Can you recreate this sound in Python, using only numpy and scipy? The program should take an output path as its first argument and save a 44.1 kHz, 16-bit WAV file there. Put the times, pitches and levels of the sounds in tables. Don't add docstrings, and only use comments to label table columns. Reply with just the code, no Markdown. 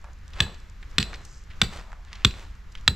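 import sys
import numpy as np
from scipy import signal
from scipy.fft import rfft, irfft, next_fast_len
from scipy.io import wavfile
from scipy.ndimage import uniform_filter1d, map_coordinates

SR = 44100
rng = np.random.default_rng(int(sys.argv[2]) if len(sys.argv) > 2 else 0)


def persist_wave(psi):
    counts = np.round(np.clip(psi, -1, 1) * 32767).astype(np.int16)
    wavfile.write(sys.argv[1], SR, np.atleast_2d(counts).T)


N = 130095


def undb(db):
    return 10 ** (np.asarray(db) / 20)


def noise(size):
    return rng.standard_normal(size)


def fade(t, t60_s):
    return np.exp(-np.log(1000) * np.maximum(t, 0) / t60_s)


def colour(x, curve):
    size = next_fast_len(2 * len(x), real=True)
    size += size % 2
    freq_hz, gain_db = np.array(curve, float).T
    bin_hz = np.fft.rfftfreq(size, 1 / SR)
    gain = undb(np.interp(np.log(bin_hz + 1), np.log(freq_hz), gain_db))
    cepstrum = irfft(np.log(gain / np.sqrt(np.mean(gain ** 2))))
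    cepstrum[1:size // 2] *= 2
    cepstrum[size // 2 + 1:] = 0
    return irfft(rfft(x, size) * np.exp(rfft(cepstrum)))[:len(x)]


def drift(rate_hz):
    hold = int(SR / rate_hz)
    return uniform_filter1d(np.repeat(noise(N // hold + 1), hold), hold)[:N]


def add(track, start_s, sound):
    i = int(start_s * SR)
    track[i:i + len(sound)] += sound[:N - i]


def hush():
    # time_s, gain_db
    swells = [(0, -2.5), (.22, -3), (.35, 0.5), (.75, -2.5), (1.0, 2.5), (1.45, -3), (1.65, 5), (2.0, -4),
              (2.35, 0.5), (2.65, -4), (2.95, 2)]
    # freq_hz, gain_db
    spectrum = [(20, -3), (43, -1.5), (81, -6.5), (110, -18), (200, -24.5), (270, -33.5), (450, -36),
                (700, -40), (1100, -33.5), (1700, -33.5), (3300, -42.5), (7300, -49.5), (9000, -65),
                (12500, -56.5), (16000, -94)]
    base_db, waver_db = -39, 0.5
    swell_db = np.interp(np.arange(N) / SR, *np.array(swells).T)
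    level_db = base_db + swell_db + waver_db * drift(rate_hz=5.87)
    return undb(level_db) * colour(noise(N), spectrum)


def hush_side():
    rumble_cut = signal.butter(2, 160, "high", fs=SR, output="sos")
    wash = signal.sosfilt(rumble_cut, hush())
    return undb(-9) * wash + undb(-18) * hush()


def crunch(envelope, centre_hz, width_oct=0.67):
    spread_db, grain_samples = 4, 32
    skirt_db, dull_db, dull_above_hz = -21.5, -7, 8400
    size = len(envelope)
    grains = noise(size)
    grains *= undb(spread_db * np.repeat(noise(size // grain_samples + 1), grain_samples)[:size])
    hz = np.geomspace(50, 16000, 60)
    resonance = np.exp(-.5 * (np.log2(hz / centre_hz) / width_oct) ** 2)
    skirt = undb(skirt_db) / (1 + (hz / 7000) ** 2)
    shelf_db = dull_db * np.clip((hz - dull_above_hz) / 800, 0, 1)
    gain_db = 20 * np.log10(resonance + skirt) + shelf_db
    return colour(grains * envelope, np.c_[hz, gain_db])


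def litter():
    # start_s, level_db, centre_hz, t60_s
    ticks = [(0.043, -46.5, 1310, 0.044), (0.334, -42, 2750, .05), (0.464, -35, 870, 0.023),
             (0.544, -46, 3300, 0.036), (0.828, -38, 1620, 0.029), (1.028, -19.5, 3370, 0.0096),
             (1.131, -35, 1360, 0.021), (1.140, -34.5, 2690, .05), (1.251, -40.5, 6000, .03),
             (1.503, -49, 2160, 0.15), (1.919, -43, 1320, 0.019), (1.930, -43, 970, 0.027),
             (2.083, -50.5, 2500, 0.016), (2.13, -35, 2700, 0.019), (2.153, -41, 2890, 0.034),
             (2.209, -61, 1980, 0.028), (2.309, -41.5, 3150, 0.046), (2.752, -37.5, 2550, 0.032),
             (2.774, -49, 2570, 0.11)]
    # middle_s, sigma_s, level_db, centre_hz, width_oct
    scuffs = [(0.084, 0.029, -56, 770, 0.76), (0.4, 0.031, -41.5, 930, 1.23),
              (0.486, 0.043, -49.5, 344, 1.37), (1.104, 0.085, -51, 443, 1.4),
              (1.324, 0.077, -59, 6000, 0.32), (1.759, 0.043, -45, 600, 1.86),
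              (1.91, 0.085, -58.5, 837, .5), (2.19, 0.081, -53, 1390, 1.03), (2.392, 0.056, -50, 500, 2)]
    t = np.arange(N) / SR
    out = np.zeros(N)
    for start_s, level_db, centre_hz, t60_s in ticks:
        envelope = fade(t[:int(.7 * SR)], t60_s)
        add(out, start_s, undb(level_db) * crunch(envelope, centre_hz))
    for middle_s, sigma_s, level_db, centre_hz, width_oct in scuffs:
        envelope = np.exp(-.5 * ((t - middle_s) / sigma_s) ** 2)
        out += undb(level_db) * crunch(envelope, centre_hz, width_oct)
    return out


def needles(t):
    rate_per_s = 14
    envelope = np.zeros(N)
    for position, strength in rng.random((int(rate_per_s * N / SR), 2)):
        add(envelope, position * (N - 1) / SR, strength * fade(t, t60_s=0.013))
    return undb(-51.5) * crunch(envelope, centre_hz=5510)


def ring(t, modes, pitch_ratio):
    scatter_db = -0.3 * noise(len(modes))
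    out = np.zeros(len(t))
    for k, (nominal_hz, level_db, t60_s) in enumerate(modes):
        envelope = undb(level_db + scatter_db[k]) * fade(t, t60_s)
        out += (-1) ** k * envelope * np.sin(2 * np.pi * nominal_hz * pitch_ratio * t)
    return out


def clink(t, stake_ratio, hammer_db, snap_db, rebound_s):
    # nominal_hz, level_db, t60_s
    stake_modes = [(1267, -16.5, 0.017), (1650, -19.5, 0.016), (2064, -22, 0.013), (2340, -30.5, 0.067),
                   (2780, -22.5, 0.0145), (3318, -14, 0.0208), (3519, -8, 0.023), (4560, -20.5, 0.017),
                   (4750, -20, 0.015), (5725, -27, 0.02), (7600, -17.5, 0.01)]
    # nominal_hz, level_db, t60_s
    hammer_modes = [(3970, -12, 0.022), (7970, -29, 0.029), (4070, -41.5, 0.15)]
    # nominal_hz, level_db, t60_s
    snap_mode = [(2660, -3.1, 0.0027)]
    # freq_hz, gain_db
    crack_spectrum = [(200, -3), (700, -11), (1200, -2), (3000, 0.5), (5000, -13), (8000, -14), (9200, -18),
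                      (12000, -10.5), (16000, -25.5)]
    # freq_hz, gain_db
    mic_colour = [(8200, 1.5), (9200, -7), (12500, -9), (14000, -14.5), (16000, -22)]
    contact_s, choke_start_s, rebound_db = .0002, .004, -6
    soil_choke = fade(t - choke_start_s, t60_s=.03)
    stake = ring(t, stake_modes, stake_ratio) * soil_choke
    hammer = undb(hammer_db) * ring(t, hammer_modes, pitch_ratio=0.99)
    snap = undb(snap_db) * ring(t, snap_mode, pitch_ratio=0.99)
    crack = undb(-17) * colour(noise(len(t)) * fade(t, t60_s=0.025), crack_spectrum)
    strike = (stake + hammer + snap + crack) * np.minimum(t / contact_s, 1)
    rebound = undb(rebound_db) * map_coordinates(strike, [(t - rebound_s) * SR])
    return undb(-4) * colour(strike + rebound, mic_colour)


def thud(t, gain_db, end_hz):
    # freq_hz, gain_db
    soil_spectrum = [(30, -19.5), (70, 2.5), (130, 1.5), (210, 2.5), (290, -13.5), (380, -10.5),
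                     (520, -17.5), (1000, -44.5)]
    start_hz, glide_s, rise_s, base_db = 330.4, .0075, 0.011, -8
    pitch_hz = end_hz + (start_hz - end_hz) * np.exp(-t / glide_s)
    envelope = (1 - np.exp(-(t / rise_s) ** 2)) * fade(t, t60_s=0.14)
    wave = undb(base_db + gain_db) * envelope * np.cos(2 * np.pi * np.cumsum(pitch_hz) / SR)
    shudder = undb(-22.5) * colour(noise(len(t)) * fade(t, t60_s=0.19), soil_spectrum)
    return wave + shudder


def echoes(x, t):
    # freq_hz, gain_db
    spectrum = [(100, 1.5), (400, 3), (800, 4.5), (1500, -3), (2800, 0), (3500, -5), (4050, 4.5), (4600, 1),
                (6000, -3.5), (7800, 2), (9500, 1.5), (12500, -1), (15000, -16)]
    lag_s, steps_db, woods_db = 0.015, -15.5, -23.5
    steps = (t > lag_s) * fade(t - lag_s, t60_s=0.165)
    woods = (t > lag_s) * fade(t, t60_s=0.55)
    steps *= undb(steps_db) / np.linalg.norm(steps)
    woods *= undb(woods_db) / np.linalg.norm(woods)
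    response = colour(noise(len(t)) * np.hypot(steps, woods), spectrum)
    return signal.fftconvolve(x, response)[:N]


def scene():
    # start_s, clink_db, stake_ratio, hammer_db, snap_db, rebound_s,
    # thud_db, thud_end_hz, echo_db
    blows = [(0.4037, -0.3, .995, -1.5, 3.5, 0.0023, -6.5, 62, 0.5),
             (0.983, 0.44, 1.012, -0.5, 4.5, 0.0027, -8, 56.4, 3),
             (1.6160, 3, 1.03, -6.5, -1.2, 0.0026, -5, 58, -1),
             (2.2479, 5.5, .988, -6, -5, .00278, -0.5, 50.9, -5),
             (2.8780, 3.5, .994, 6, 1.2, .00221, -2.5, 52, -9)]
    balance_db, left_lag_s = 0.5, .00002
    t = np.arange(int(.7 * SR)) / SR
    steel, echo_send, ground = np.zeros((3, N))
    for start_s, clink_db, stake_ratio, hammer_db, snap_db, rebound_s, thud_db, end_hz, echo_db in blows:
        blow = undb(clink_db) * clink(t, stake_ratio, hammer_db, snap_db, rebound_s)
        add(steel, start_s, blow)
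        add(echo_send, start_s, undb(echo_db) * blow)
        add(ground, start_s, thud(t, thud_db, end_hz))
    near = steel + litter() + needles(t)
    delayed = map_coordinates(near, [np.arange(N) - left_lag_s * SR], mode="nearest")
    direct = np.array([undb(-balance_db / 2) * delayed, undb(balance_db / 2) * near])
    mid = ground + echoes(echo_send, t) + hush()
    side = undb(-9.5) * echoes(echo_send, t) + undb(-17) * litter() + hush_side()
    return direct + np.array([mid + side, mid - side])


def record(dry):
    top_hz = 16200
    lowpass = signal.ellip(8, .2, 70, top_hz, fs=SR, output="sos")
    return signal.sosfilt(lowpass, np.clip(dry, -1, 1))


dry = scene()
out = record(dry)
persist_wave(out)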